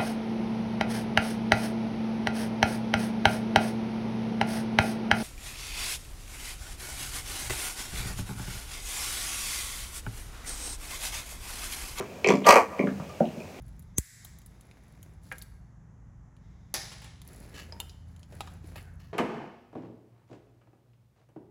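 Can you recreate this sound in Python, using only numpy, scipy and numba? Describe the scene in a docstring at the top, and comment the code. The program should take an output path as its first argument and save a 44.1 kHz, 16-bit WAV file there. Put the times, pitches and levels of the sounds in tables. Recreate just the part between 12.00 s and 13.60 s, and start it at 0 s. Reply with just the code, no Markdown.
"""Small plastic makeup cases are rummaged through in a tray, in a small bare room.
Over faint shuffling (random nudges) and hiss (coloured noise), cases clack and bump the tray: noise bursts plus modes.
Brief rattles follow; a hollow box scuffs, scrapes by stick-slip, catches and hits its stop; the cases knock again.
Last a jar is bumped and set down softly, its modes driven by cushioned pulses, among a few small clacks.
Two facing walls return every click as a quick flutter, with a diffuse tail."""
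import sys
import numpy as np
from scipy import signal
from scipy.fft import rfft, irfft
from scipy.io import wavfile
from numba import njit

SR = 44100
rng = np.random.default_rng(int(sys.argv[2]) if len(sys.argv) > 2 else 0)


def pcm_store(signal):
    """Save signal as 16-bit PCM."""
    levels = np.round(np.clip(np.atleast_2d(signal), -1, 1) * 32767)
    wavfile.write(sys.argv[1], SR, levels.astype(np.int16).T)


N = 70560
T = np.arange(N) / SR

# Cases knocking: (time [s], tray boom [dB], hollow case [dB], shell clack [dB], clack centre [Hz],
# clack width [share of centre], edge tick [dB])
CASE_KNOCKS = [(0.000, -40, -30, -53, 1290, 1.1, -62), (0.008, -58, -37.5, -41.5, 1390, 0.89, -54),
               (0.2434, -54, -59, -43.5, 4250, 0.14, -44), (0.2444, -38, -22, -22, 2290, 0.34, -51),
               (0.2649, -48, -19, -58, 2400, 0.34, -51), (0.2726, -24.5, -32, -29.5, 2180, 0.19, -30),
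               (0.2862, -24.5, -16, -22.5, 2130, 0.27, -30), (0.2927, -18.5, -22, -30.5, 2080, 1, -44.5),
               (0.3030, -23, -14, -25.5, 1065, 0.26, -52), (0.3113, -28, -27, -35, 2040, 0.2, -66),
               (0.334, -17, -38, -70, 2200, 0.55, -70), (0.3538, -58, -37, -46.5, 2300, 0.53, -43),
               (0.4180, -38.5, -31.5, -49.5, 1960, 0.57, -63), (0.7918, -25, -31.5, -30, 2230, 0.16, -63),
               (0.795, -18.5, -21, -62.5, 1100, 0.9, -62), (0.836, -19.5, -28.5, -76, 2130, 0.52, -68),
               (0.871, -27.5, -29.5, -36, 1600, 0.6, -87), (0.9989, -54, -55, -40, 694, 0.65, -62),
               (1.093, -62, -74, -51, 1180, 0.067, -58.5), (1.2030, -58, -37, -42.5, 980, 0.99, -73),
               (1.254, -62, -66, -49.5, 2750, 0.35, -74), (1.402, -51, -42.5, -49, 2560, 0.11, -61)]
# Modes of the tray: (frequency [Hz], level [dB], t60 [s])
TRAY_MODES = [(144.4, -18.5, 0.47), (197.1, -1, 0.23), (234, -10.5, 0.21), (264.7, 0.5, 0.21),
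              (313.4, -7.5, 0.13), (435.7, -12.5, .18), (476, -8, 0.096), (580, -9.5, 0.17)]
# Modes of a hollow case: (frequency [Hz], level [dB], t60 [s])
HOLLOW_MODES = [(339, -6.5, 0.096), (406, 3, 0.067), (520, 0.5, 0.025), (625, -5, .05), (730, -0.5, 0.018),
                (1004, -12, 0.052), (1130, -16, 0.088)]
# Spectrum of an edge tick: (frequency [Hz], level [dB])
TICK_SPECTRUM = [(1000, 2), (3600, -15), (4400, 4.5), (5600, 4.5), (6900, 4.5), (7900, -6.5), (8700, -11),
                 (15800, -33)]
# Slides of the box and brief rattles among the knocks:
# (start of full level [s], hold [s], box [dB], scratch [dB])
SLIDES_AND_RATTLES = [(0.284, 0.02, -36, -36.5), (0.45, 0.0087, -29.5, -44), (0.465, 0.045, -15, -20.5),
                      (0.686, 0.056, -41, -55.5), (0.773, 0.022, -40, -50)]
# Box catching on the way and hitting its stop: (time [s], box [dB], scratch [dB])
BOX_CATCHES = [(0.4675, -15, -17.5), (0.4722, -14.5, -25.5), (0.4891, -30, -9), (0.4932, -21.5, -12),
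               (0.508, -25, -12.5), (0.509, -29, -23.5), (0.528, -11.5, -46), (0.5570, -8, -22),
               (0.5658, -8, -22.5)]
# Modes of the sliding box: (frequency [Hz], level [dB], t60 [s])
BOX_MODES = [(334, -9.5, 0.033), (456.5, -4, 0.048), (515.4, -3, 0.066), (635, -2.5, 0.045),
             (735, -4.5, 0.055), (783, -4, 0.028), (861.5, -6.5, 0.045), (980, -3.5, 0.06),
             (1049, -2.5, 0.023), (1094, -1, 0.037), (1208, -0.5, 0.013), (1860, -7.5, 0.014),
             (2093, -11.5, 0.021), (2340, -8.5, 0.012)]
# Spectrum of the box edge scratching: (frequency [Hz], level [dB])
SCRATCH_SPECTRUM = [(150, 1), (300, -1), (700, 13.5), (1200, 7.5), (1450, -5.5), (2300, 4), (3100, -2.5),
                    (3650, -21.5), (4100, -5), (4650, -1), (5200, -11.5), (5900, -4), (7000, -10.5),
                    (9000, -10), (10300, -19), (11300, -12), (15800, -24)]
# Jar bumped and set down: (time [s], level [dB], contact [s])
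JAR_CONTACTS = [(0.997, -31.5, 0.0083), (1.2056, -14.5, .0011), (1.2554, -37, 0.0023),
                (1.3700, -34, 0.0024)]
# Modes of the jar: (frequency [Hz], level [dB], t60 [s])
JAR_MODES = [(164.3, -6.5, 0.092), (224.4, -3.5, 0.11), (259, -1, 0.043), (357.6, -9.5, 0.11),
             (480, 1.5, 0.021), (611, 4.5, 0.051), (623, -15, 0.27), (665, -1, 0.038), (779, -3.5, 0.066),
             (904, -8.5, 0.03)]
# Spectrum of the diffuse tail: (frequency [Hz], level [dB])
TAIL_SPECTRUM = [(100, -4), (250, 0), (600, -6.5), (1200, 3.5), (2500, -4), (6000, -0.5), (14000, -21)]
# Decay of the diffuse tail: (frequency [Hz], t60 [s])
TAIL_DECAY = [(150, 0.49), (600, 0.18), (2000, 0.21), (6000, 0.17), (14000, 0.26)]
# Spectrum of the room hiss: (frequency [Hz], level [dB])
HISS_SPECTRUM = [(25, -26), (50, -11), (80, 3), (150, -1), (300, -5), (600, -2), (1100, -14.5),
                 (1800, -18.5), (2600, -21), (3800, -24.5), (6500, -24.5), (9000, -31), (15800, -34.5)]

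CRACK_RISE_S, CLACK_T60_S, TICK_T60_S, SCRATCH_T60_S = 0.0006, 0.013, 0.01, 0.0082
SHUFFLES_PER_S, SHUFFLE_SCATTER_DB = 200, 4
SHUFFLE_TRAY_DB, SHUFFLE_HOLLOW_DB, SHUFFLE_SHELL_DB = -56.5, -61, -62
SHUFFLE_CLACK_HZ, SHUFFLE_CLACK_WIDTH = 2460, 0.35  # width as a share of the centre
HISS_DB = -44.5
SLIPS_PER_S, SLIP_SCATTER_DB = 1500, 2.5
SLIP_ATTACK_S, SLIP_RELEASE_S = 0.0045, 0.027
BOX_TRAY_DB = -20  # share of each catch that booms in the tray
SCUFF_S, SCUFF_WIDTH_S, SCUFF_HZ, SCUFF_SPREAD_HZ, SCUFF_DB = 0.447, 0.0049, 2690, 750, -32
LOW_CUT_HZ, TOP_HZ = 115, 15800
FLUTTER_S, FLUTTER_DB, FLUTTER_LOSS_DB = 0.0168, -6, 4.5  # period, first echo, loss per echo
FLUTTER_LOW_HZ = 1270  # the echoes keep only what lies above this
TAIL_ONSET_S = 0.0026
KNEE_DB, SQUEEZE, GAIN_ATTACK_S, GAIN_RELEASE_S = -23.5, 0.13, 0.0014, 0.15
CEILING = 0.9


def amp(db):
    """Decibels to gain."""
    return 10 ** (np.asarray(db) / 20)


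def level(x, db):
    """Set the rms level."""
    return x * amp(db) / np.sqrt(np.mean(x ** 2) + 1e-18)


def unit_energy(x):
    """Scale to the energy of 10 ms at full level."""
    return x / np.sqrt(np.sum(x ** 2) / (SR / 100))


def at_hz(points, hz):
    """Read (Hz, value) points on a log-frequency axis."""
    f, v = np.array(points, float).T
    return np.interp(np.log(np.maximum(hz, 1)), np.log(f), v)


def colour(x, points):
    """Filter by a (Hz, dB) spectrum, minimum phase by way of the folded cepstrum."""
    size = 2 * N
    gain = amp(at_hz(points, np.arange(N + 1) * SR / size))
    cepstrum = irfft(np.log(gain))
    cepstrum[1:N] *= 2
    cepstrum[N + 1:] = 0
    return irfft(rfft(x, size) * np.exp(rfft(cepstrum)))[:N]


def through(x, response):
    """Convolve an excitation with a response."""
    return signal.fftconvolve(x, response)[:N]


def highpass(x, order, hz):
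    """Butterworth low cut."""
    return signal.sosfilt(signal.butter(order, hz, "high", fs=SR, output="sos"), x)


def taps(times, db):
    """One impulse for each contact."""
    out = np.zeros(N)
    index = np.round(np.asarray(times) * SR).astype(int)
    np.add.at(out, np.clip(index, 0, N - 1), amp(db))
    return out


def random_taps(rate, scatter_db):
    """Irregular contacts of uneven strength and either direction."""
    hit = rng.random(N) < rate / SR
    strength = amp(scatter_db * np.clip(rng.standard_normal(N), -2, 2))
    return hit * strength * rng.choice([-1, 1], N)


def ring(modes):
    """Decaying modes of a struck body; neighbouring modes swing in opposite directions."""
    total = np.zeros(N)
    for k, (hz, db, t60) in enumerate(modes):
        total += (-1) ** k * amp(db - 60 * T / t60) * np.sin(2 * np.pi * hz * T)
    return unit_energy(total)


def cracks(contacts, t60):
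    """A fresh, brief burst of noise for each contact."""
    fade = unit_energy(np.exp(-np.log(1000) * T / t60) * (1 - np.exp(-T / CRACK_RISE_S)))
    power = np.maximum(through(contacts ** 2, fade ** 2), 0)
    return rng.standard_normal(N) * np.sqrt(power)


def tint(x, points):
    """Colour a noise and keep its power."""
    response = colour(taps([0], [0]), points)
    return through(x, level(response, 0) / np.sqrt(N))


def clack(contacts, hz, width):
    """A stiff little shell rings in one broad, quickly damped resonance."""
    edges = np.clip([hz / (1 + width / 2), hz * (1 + width / 2)], 50, 15000)
    band = signal.butter(2, edges, "band", fs=SR, output="sos")
    return unit_energy(signal.sosfilt(band, cracks(contacts, CLACK_T60_S)))


def cases():
    """Each knock clacks a shell, ticks an edge, and rings the hollow case and the tray under it."""
    times, tray, hollow, shell, centre, width, edge = np.array(CASE_KNOCKS).T
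    out = through(taps(times, tray), ring(TRAY_MODES))
    out += through(taps(times, hollow), ring(HOLLOW_MODES))
    out += tint(cracks(taps(times, edge), TICK_T60_S), TICK_SPECTRUM)
    for time, db, hz, w in zip(times, shell, centre, width):
        out += amp(db) * clack(taps([time], [0]), hz, w)
    return out


def shuffling():
    """Many faint nudges ring tray and cases and clack shells."""
    nudges = random_taps(SHUFFLES_PER_S, SHUFFLE_SCATTER_DB)
    tray = level(through(nudges, ring(TRAY_MODES)), SHUFFLE_TRAY_DB)
    hollow = level(through(nudges, ring(HOLLOW_MODES)), SHUFFLE_HOLLOW_DB)
    shells = level(clack(nudges, SHUFFLE_CLACK_HZ, SHUFFLE_CLACK_WIDTH), SHUFFLE_SHELL_DB)
    return tray + hollow + shells


def hiss():
    """Steady room hiss: coloured noise."""
    return level(colour(rng.standard_normal(N), HISS_SPECTRUM), HISS_DB)


def slides_and_rattles():
    """Irregular slips ring the box and scratch its edge; hard catches also boom in the tray."""
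    times, box, scratch = np.array(BOX_CATCHES).T
    body, edge = taps(times, box), taps(times, scratch)
    # scaled to unit rms once rung by a unit-energy response
    slips = level(random_taps(SLIPS_PER_S, SLIP_SCATTER_DB), 0) / np.sqrt(SR / 100)
    for start, hold, box_db, scratch_db in SLIDES_AND_RATTLES:
        rise = np.minimum(T - start, 0) / SLIP_ATTACK_S
        fall = np.maximum(T - start - hold, 0) / SLIP_RELEASE_S
        swell = np.exp(rise - fall)
        body += slips * swell * amp(box_db)
        edge += slips * swell * amp(scratch_db)
    boom = through(taps(times, box + BOX_TRAY_DB), ring(TRAY_MODES))
    scrape = tint(cracks(edge, SCRATCH_T60_S), SCRATCH_SPECTRUM)
    return through(body, ring(BOX_MODES)) + boom + scrape


def scuff():
    """Plastic rubs for a few milliseconds as the box breaks loose: a brief band of noise."""
    hz = np.arange(N // 2 + 1) * SR / N
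    band = np.exp(-0.5 * ((hz - SCUFF_HZ) / SCUFF_SPREAD_HZ) ** 2)
    rub = irfft(rfft(rng.standard_normal(N)) * band, N)
    return level(rub, SCUFF_DB) * np.exp(-abs(T - SCUFF_S) / SCUFF_WIDTH_S)


def jar():
    """Cushioned contacts give hollow knocks; the longer the contact, the duller the knock."""
    modes, out = ring(JAR_MODES), np.zeros(N)
    for time, db, contact_s in JAR_CONTACTS:
        force = np.sin(np.pi * np.minimum(T / contact_s, 1)) ** 2
        out += through(taps([time], [db]), unit_energy(through(force, modes)))
    return out


def wall_flutter():
    """Evenly spaced, fading echoes between two facing walls, without lows."""
    rounds = np.arange(10)
    echoes = taps(FLUTTER_S * (rounds + 1), FLUTTER_DB - FLUTTER_LOSS_DB * rounds)
    return highpass(echoes, 2, FLUTTER_LOW_HZ)


def diffuse_tail():
    """Noise that builds quickly, then decays at its own rate in each octave band."""
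    octave = np.log2(np.clip(np.arange(N // 2 + 1) * SR / N, 125, 16000) / 125)
    noise, tail = rfft(rng.standard_normal(N)), np.zeros(N)
    for k, hz in enumerate(125 * 2 ** np.arange(8)):
        onset = 1 - np.exp(-(T / TAIL_ONSET_S) ** 2)
        fade = onset * np.exp(-np.log(1000) * T / at_hz(TAIL_DECAY, hz))
        band = irfft(noise * np.maximum(1 - abs(octave - k), 0), N)
        tail += band * fade / np.sqrt(np.sum(fade ** 2)) * amp(at_hz(TAIL_SPECTRUM, hz))
    return tail


def room(x):
    """Direct sound plus wall flutter and diffuse tail."""
    return x + through(x, wall_flutter() + diffuse_tail())


def scene():
    """All handling in the room, over its steady hiss."""
    handling = cases() + shuffling() + slides_and_rattles() + scuff() + jar()
    return (room(highpass(handling, 3, LOW_CUT_HZ)) + hiss())[None]


@njit
def follow(x, attack, release):
    """Track the level, fast up and slowly down."""
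    out, e = np.empty(len(x)), 0.
    for i in range(len(x)):
        e += (abs(x[i]) - e) * (attack if abs(x[i]) > e else release)
        out[i] = e
    return out


def record(dry):
    """Automatic gain turns loud moments down a little; the highest peaks are rounded, the top cut."""
    loud = follow(dry[0], 1 / (GAIN_ATTACK_S * SR), 1 / (GAIN_RELEASE_S * SR))
    held = dry * np.maximum(loud / amp(KNEE_DB), 1) ** -SQUEEZE
    rounded = held / (1 + (held / CEILING) ** 6) ** (1 / 6)
    return signal.sosfilt(signal.ellip(12, 0.2, 90, TOP_HZ, fs=SR, output="sos"), rounded)


dry = scene()
out = record(dry)
pcm_store(out)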